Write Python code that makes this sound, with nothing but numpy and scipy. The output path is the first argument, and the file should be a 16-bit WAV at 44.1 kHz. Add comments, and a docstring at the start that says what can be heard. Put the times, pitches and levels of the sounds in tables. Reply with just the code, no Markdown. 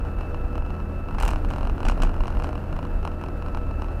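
"""Vehicle at steady speed on a rough dirt road, heard from the windscreen.
From the start: body rumble, tyre roar, engine drone, a thin whine. Close by, the road shakes a loose
plastic part against a panel in quick runs of knocks. From 1.1 to 2.4 s the hardest bumps thud through
the suspension, set the body booming and slap the trim in brighter clacks.
Two lighter bumps follow; the knocks run on to the end."""
import sys
import numpy as np
from scipy import signal
from scipy.fft import rfft, irfft
from scipy.io import wavfile
from scipy.ndimage import uniform_filter1d

SR = 44100
rng = np.random.default_rng(int(sys.argv[2]) if len(sys.argv) > 2 else 0)


def to_wav(sig):
    """Store sig (one row per channel, or 1-D mono) as 16-bit WAV at the path in sys.argv[1].

    Samples outside -1..1 are clipped; the rate is SR.
    """
    pcm = np.clip(np.atleast_2d(sig), -1, 1) * 32767
    pcm = np.round(pcm).astype(np.int16)
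    wavfile.write(sys.argv[1], SR, pcm.T)  # frames by channels


N = 176400

# knocks of the loose part: t/s, strength/dB
KNOCKS = [(0.0504, -11), (0.1847, -13), (0.2098, -6), (0.232, -12.5), (0.345, -6), (0.555, -5),
          (0.5793, -5.5), (0.6226, -10), (0.6626, -11.5), (0.7044, -7.5), (0.7418, -13), (0.7647, -11.5),
          (0.802, -11), (1.0862, -7.5), (1.1098, -8.5), (1.148, -8), (1.1842, -2), (1.21, 0.5),
          (1.2228, -6), (1.2333, 3), (1.2493, -7), (1.2617, -1), (1.2762, -6), (1.2893, 1), (1.3035, -9),
          (1.3128, -1), (1.334, -0.5), (1.3595, -2.5), (1.3812, -17), (1.4479, -3.5), (1.5102, -4),
          (1.5361, -2.5), (1.561, -3.5), (1.5832, -4), (1.6093, -5.5), (1.6303, -4), (1.6517, -6),
          (1.6722, -3.5), (1.697, -3.5), (1.7804, -8.5), (1.8044, -4.5), (1.8308, -3), (1.8506, -5.5),
          (1.8661, -3), (1.882, -10), (1.8976, 3), (1.9198, -3.5), (1.9766, -7.5), (2.002, -3.5),
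          (2.0172, -11), (2.0333, 4), (2.0488, -6), (2.0716, -8), (2.0934, -6), (2.1153, -13), (2.1416, -9),
          (2.1645, -9.5), (2.206, -4), (2.2365, -5), (2.2565, -3.5), (2.28, -2), (2.3038, -6.5),
          (2.3252, -10.5), (2.35, -11.5), (2.3703, -6), (2.3993, -3.5), (2.4226, -5), (2.4435, -0.5),
          (2.47, -7), (2.4907, -4), (2.5295, -6.5), (2.5544, -5), (2.578, -10.5), (2.6399, -14),
          (2.7275, -6), (2.7647, -6), (2.7899, -5), (2.8285, -7.5), (2.8515, -6.5), (3.0293, -9),
          (3.0513, 0), (3.0753, -1.5), (3.116, -12.5), (3.1375, -16), (3.2131, -7), (3.238, -4),
          (3.2618, -10.5), (3.2856, -7.5), (3.4234, -6), (3.462, -7.5), (3.484, -8), (3.5481, -2.5),
          (3.5726, -4), (3.6139, -14), (3.6329, -14), (3.7107, -9), (3.7977, -13), (3.8204, -3.5),
          (3.8442, -8), (3.8846, -10.5)]
# knock spectrum: f/Hz, level/dB
KNOCK_SPECTRUM = [(100, -22.5), (330, -13), (650, -0.5), (950, 1), (1400, -5), (1950, -25.5), (2300, -15),
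                  (2800, -8), (3150, -20.5), (3550, -31.5), (4100, -24.5), (4550, -31.5), (5100, -29),
                  (7700, -37), (9400, -31.5), (11000, -42), (16000, -52)]
# modes of the struck panel: f/Hz, level/dB, T60/s
PANEL_MODES = [(293, -38.5, 0.055), (638, -42, 0.022), (1410, -43.5, 0.014), (2670, -41, 0.021),
               (4075, -52.5, .018), (5100, -55.5, .018), (9200, -55.5, 0.01)]
# trim clacks: t/s, strength/dB, treble shelf/dB
CLACKS = [(1.1865, -9, -21), (1.2003, -8, 5.5), (1.2245, -5, 5.5), (1.2509, -8, 8), (1.2778, -2, 2.5),
          (1.3054, -11, 5), (1.3280, -17.5, 0), (1.487, -18, -8), (1.5028, -11.5, -4), (1.8515, -5, -10),
          (1.8660, -14, -11), (1.8836, -1, -5), (1.899, -16, -1), (1.9120, -13.5, -3), (2.0198, -1.5, -5),
          (2.0345, -11, 7), (2.0500, -15.5, -15), (2.0620, -16, -23), (2.2700, -15, -5), (2.3920, -23.5, 2),
          (2.4370, -11.5, -6)]
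# clack spectrum: f/Hz, level/dB
CLACK_SPECTRUM = [(150, -13), (400, -13), (750, 2), (1100, -11.5), (1450, -2), (1900, -11.5), (2800, -7),
                  (3500, -19), (5000, -18), (8200, -19.5), (10000, -25.5), (12000, -27), (16000, -44)]
# road bumps: t/s, body boom/dB, suspension thud/dB
BUMPS = [(.155, -22.5, -46), (1.125, -16, -30), (1.22, -12.5, -41), (1.32, -21, -37), (1.45, -17, -34),
         (1.575, -17, -44), (1.69, -19.5, -46), (1.833, -12.5, -30), (1.885, -19, -25.5),
         (1.991, -14.5, -24.5), (2.04, -20, -35), (2.18, -15, -45), (2.359, -13.5, -30), (2.719, -19, -36),
         (2.916, -19, -51)]
# thud spectrum: f/Hz, level/dB
THUD_SPECTRUM = [(15, -36), (40, -9), (62, 4), (90, -1), (140, -3), (260, -7), (500, -32), (4000, -110)]
# body shake: t/s, level/dB
SHAKE = [(0, -24.5), (.13, -32.5), (.3, -31.5), (.48, -22.5), (.65, -26), (.78, -35.5), (.88, -27.5),
         (.98, -32.5), (1.3, -24.5), (1.55, -27), (1.7, -24.5), (1.95, -28), (2.25, -24), (2.45, -24.5),
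         (2.6, -34), (2.8, -28.5), (3.03, -26.5), (3.14, -33), (3.3, -31.5), (3.5, -28.5), (3.7, -26.5),
         (4, -29.5)]
# body rumble spectrum: f/Hz, level/dB
RUMBLE_SPECTRUM = [(8, -40), (18, -6.5), (28, 3), (35, -5.5), (43, -2), (58, -7.5), (72, -14.5), (92, -28),
                   (115, -24.5), (200, -73.5), (2000, -130)]
# road roughness: t/s, level/dB
ROUGHNESS = [(0, -1), (1.05, -1), (1.25, 1), (1.42, 0.5), (1.55, 2), (1.75, -0.5), (1.9, 1.5), (2.06, 1),
             (2.3, 0.5), (2.6, 0), (3.3, -1), (4, -0.5)]
# tyre roar spectrum: f/Hz, level/dB
ROAR_SPECTRUM = [(40, -11), (90, -2.5), (120, 1.5), (180, -5.5), (280, -2), (370, -7), (440, -10),
                 (620, -10), (800, -14), (1100, -18.5), (1400, -16), (1700, -23), (2150, -35), (2750, -29),
                 (3300, -43), (4400, -42.5), (6500, -49.5), (16000, -53)]
# fizz spectrum of small rattles: f/Hz, level/dB
FIZZ_SPECTRUM = [(300, -7), (800, 13.5), (1400, 4.5), (2000, 4), (2800, -13), (3500, -8), (5000, -18),
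                 (9000, -20.5), (12000, -21), (16000, -36)]
# hiss spectrum: f/Hz, level/dB
HISS_SPECTRUM = [(1000, 18), (5000, -17), (10000, -1), (14000, 5), (16000, -20)]
# engine speed: t/s, rotation rate/Hz
ENGINE_SPEED = [(0, 40.0), (.5, 40.5), (.9, 40), (1.3, 40.5), (1.9, 40.5), (2.6, 40.5), (3.2, 40.5),
                (4, 40.0)]
# engine orders, firing drone first: multiple of rotation rate, level/dB
ENGINE_ORDERS = [(2, -33), (3, -50.5), (4, -45.5), (5.07, -45.5), (6, -53), (8.4, -54.5), (7, -52.5),
                 (9, -52.5), (12, -48.5), (14, -56.5), (15.2, -52.5)]
# whine fundamental: t/s, level/dB
WHINE_LEVEL = [(0, -51.5), (.4, -50), (.9, -51), (1.2, -49), (1.7, -62), (2.1, -51.5), (2.7, -60),
               (3.2, -50), (3.6, -47.5), (4, -50.5)]
# whine octave: t/s, level/dB
OCTAVE_LEVEL = [(0, -56), (1, -56), (2, -68.5), (3, -60.5), (4, -56.5)]


def knocks():
    """Loose part strikes a panel: brighter when harder, faint chatter between, brief cabin echo."""
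    gain_db, lag_s, bend_s = 10, 0.0001, 0.000445
    chatter_db, chatter_hz, chatter_spread_db = -18.5, 41.47, 3
    echo_db, echo_t60_s = -10.5, 0.0067
    ring_db, ring_t60_s, ring_above_hz = -2.5, 0.026, 5000  # the part's own treble ring
    out, t = np.zeros(N), np.arange(2048) / SR
    contact, response = signal.unit_impulse(len(t)), impulse(KNOCK_SPECTRUM, bend_s)
    chatter = [((k + .25 * shift) / chatter_hz, chatter_db + chatter_spread_db * min(size, 1.5))
               for k, (shift, size) in enumerate(rng.standard_normal((180, 2)))]
    for start_s, db in chatter + list(KNOCKS):
        echo, ring = rng.standard_normal((2, len(t)))
        echo = echo * decay(t, echo_t60_s) * (t > .002)
        ring = (ring - lowpass(ring, ring_above_hz)) * decay(t, ring_t60_s)
        blow = contact + amp(echo_db) * unit_energy(echo) + amp(ring_db) * unit_energy(ring)
        cutoff_hz = 6500 * amp(0.59 * db + 2 * rng.standard_normal())
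        knock = signal.fftconvolve(lowpass(blow, cutoff_hz), response)
        add(out, start_s + lag_s, amp(gain_db + db) * knock)
        add(out, start_s + lag_s, amp(db) * panel_ring(t))
    return out


def panel_ring(t):
    """Damped panel modes; each knock lands on a new spot, so the mix varies."""
    spread_db, detune = 1.5, .015
    draws = rng.standard_normal((len(PANEL_MODES), 2))
    out = np.zeros(len(t))
    for (hz, db, t60_s), (size, shift) in zip(PANEL_MODES, draws):
        envelope = amp(db + spread_db * size) * decay(t, t60_s)
        out += envelope * np.sin(2 * np.pi * hz * (1 + detune * shift) * t)
    return out


def clacks():
    """Trim slaps on a bump: dense uneven contacts, then a short, duller cabin tail."""
    gain_db, grain_db, shelf_hz = 12, 5, 8100
    rise_s, hold_s, t60_s = 0.00055, 0.0045, 0.016  # hold at 0 dB; weaker clacks stop sooner
    tail_db, tail_t60_s, tail_cutoff_hz = -10, 0.16, 8000
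    out, t = np.zeros(N), np.arange(6000) / SR
    rise = np.minimum(t / rise_s, 1)
    tail = rise * amp(tail_db) * decay(t, tail_t60_s)
    shelf = 1 - 1 / (1 + (np.fft.rfftfreq(len(t), 1 / SR) / shelf_hz) ** 4)
    for start_s, db, treble_db in CLACKS:
        contacts, sizes, echo = rng.standard_normal((3, len(t)))
        burst = rise * decay(t - hold_s * amp(db), t60_s)
        cluster = unit_rms(contacts * amp(grain_db * sizes)) * burst
        slap = unit_energy(cluster + lowpass(echo, tail_cutoff_hz) * tail)
        add(out, start_s, irfft(rfft(slap) * amp(db + treble_db * shelf)))
    return amp(gain_db) * signal.fftconvolve(out, impulse(CLACK_SPECTRUM))[:N]


def bumps():
    """Each bump thuds through the suspension and sets the body booming for a few cycles."""
    boom_hz, boom_rise_s, thud_rise_s, t60_s = 29.8, 0.0296, 0.011, 0.3
    boom_gain, thud_gain, t = np.zeros(N), np.zeros(N), np.arange(SR) / SR
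    boom_shape = np.minimum(t / boom_rise_s, 1) * decay(t - boom_rise_s, t60_s)
    thud_shape = np.minimum(t / thud_rise_s, 1) * decay(t, t60_s)
    for start_s, boom_db, thud_db in BUMPS:
        add(boom_gain, start_s, amp(boom_db) * boom_shape)
        add(thud_gain, start_s, amp(thud_db) * thud_shape)
    cycles = np.cumsum(boom_hz * (1 + .1 * wander(rate_hz=12.8))) / SR
    return boom_gain * np.sin(2 * np.pi * cycles) + thud_gain * noise(THUD_SPECTRUM)


def body_rumble():
    """The body rumbles near 30 Hz, as strongly as the road shakes it."""
    rumble = noise(RUMBLE_SPECTRUM)
    running_rms = np.sqrt(uniform_filter1d(rumble ** 2, size=9000))
    return rumble / running_rms * amp(curve(SHAKE) + 0.5)


def tyres():
    """Uneven tyre roar on dirt; a fizz of small rattles, growing fast with roughness; even hiss."""
    roar_db, patch_db, hiss_db = -36, 1.5, -71
    fizz_db, flicker_db, grain_db, grains_per_s = -56.5, 4, 3, 2500
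    rough_db = curve(ROUGHNESS)
    roar = unit_rms(sum(noise(ROAR_SPECTRUM) * amp(patch_db * wander(rate_hz=23)) for _ in range(2)))
    grains = amp(grain_db * np.minimum(rng.exponential(1, N), 4)) * rng.choice([-1, 1], N)
    grains *= rng.random(N) < grains_per_s / SR
    fizz = unit_rms(signal.fftconvolve(grains, impulse(FIZZ_SPECTRUM))[:N])
    fizz *= amp(fizz_db + 2 * rough_db + flicker_db * wander(rate_hz=77))
    return roar * amp(roar_db + rough_db) + fizz + amp(hiss_db) * noise(HISS_SPECTRUM)


def engine():
    """Steady firing drone plus weaker, wavering higher orders."""
    drone_waver_db, order_waver_db, jitter, drift_rad = 1.1, 3, 0.0031, 0.048
    turns = np.cumsum(curve(ENGINE_SPEED) * (1 + jitter * wander(rate_hz=8.6))) / SR
    out = np.zeros(N)
    for k, (order, db) in enumerate(ENGINE_ORDERS):
        waver = unit_rms(amp((order_waver_db if k else drone_waver_db) * wander(rate_hz=6.4)))
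        drift = order * drift_rad * wander(rate_hz=5.8)
        phase = 2 * np.pi * (order * turns + rng.random()) + drift
        out += amp(db) * waver * np.sqrt(2) * np.sin(phase)
    return out


def whine():
    """Thin tone of near-constant pitch, plus its octave."""
    pitch_hz, jitter, waver_db = 1315.4, 0.002, 1.5
    phase = 2 * np.pi * np.cumsum(pitch_hz * (1 + jitter * wander(rate_hz=46))) / SR
    fundamental = amp(curve(WHINE_LEVEL) + waver_db * wander(rate_hz=28)) * np.sin(phase)
    octave = amp(curve(OCTAVE_LEVEL) + waver_db * wander(rate_hz=6.7)) * np.sin(2 * phase)
    return np.sqrt(2) * (fundamental + octave)


def amp(db):
    """dB to gain."""
    return 10 ** (np.asarray(db) / 20)


def decay(t, t60_s):
    """Unity until t = 0, then -60 dB per t60_s."""
    return amp(-60 * np.maximum(t, 0) / t60_s)


def unit_rms(x):
    """Scale to rms 1."""
    return x / np.sqrt(np.mean(x ** 2) + 1e-20)


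def unit_energy(x):
    """Scale to energy 1."""
    return x / np.linalg.norm(x)


def gain_at(spectrum, hz):
    """Gain of a spectrum table, interpolated over log frequency."""
    table_hz, db = np.transpose(spectrum)
    return amp(np.interp(np.log(hz + 1), np.log(table_hz + 1), db))


def curve(points):
    """Time table at every sample."""
    return np.interp(np.arange(N) / SR, *np.transpose(points))


def add(mix, start_s, sound):
    """Mix a sound in at start_s."""
    part = mix[max(round(start_s * SR), 0):][:len(sound)]
    part += sound[:len(part)]


def wander(rate_hz):
    """Random motion below rate_hz, rms 1."""
    hz = np.fft.rfftfreq(N, 1 / SR)
    return unit_rms(irfft(rfft(rng.standard_normal(N)) * (hz > 0) / (1 + (hz / rate_hz) ** 4), N))


def noise(spectrum):
    """Steady shaped noise, rms 1."""
    hz = np.fft.rfftfreq(N, 1 / SR)
    return unit_rms(irfft(rfft(rng.standard_normal(N)) * gain_at(spectrum, hz), N))


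def impulse(spectrum, bend_s=0, size=4096):
    """Causal click; bend_s is the bending-wave travel time at 1 kHz, lows arriving later."""
    hz = np.fft.fftfreq(size, 1 / SR)
    log_min_phase = np.conj(signal.hilbert(np.log(gain_at(spectrum, abs(hz)))))
    bend_rad = 4 * np.pi * bend_s * np.sign(hz) * np.sqrt(1000 * abs(hz))
    return np.fft.ifft(np.exp(log_min_phase - 1j * bend_rad)).real[:size // 2]


def lowpass(x, cutoff_hz):
    """One-pole low-pass."""
    pole = np.exp(-2 * np.pi * cutoff_hz / SR)
    return signal.lfilter([1 - pole], [1, -pole], x)


def scene():
    """Cabin mix, mono."""
    return (body_rumble() + bumps() + tyres() + engine() + whine() + knocks() + clacks())[None]


def record(dry):
    """Steep low-pass band limit."""
    cutoff_hz = 15750
    taps = signal.firwin(511, cutoff_hz, window=("kaiser", 9), fs=SR)
    return signal.oaconvolve(dry, taps[None], "same")


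dry = scene()
out = record(dry)
to_wav(out)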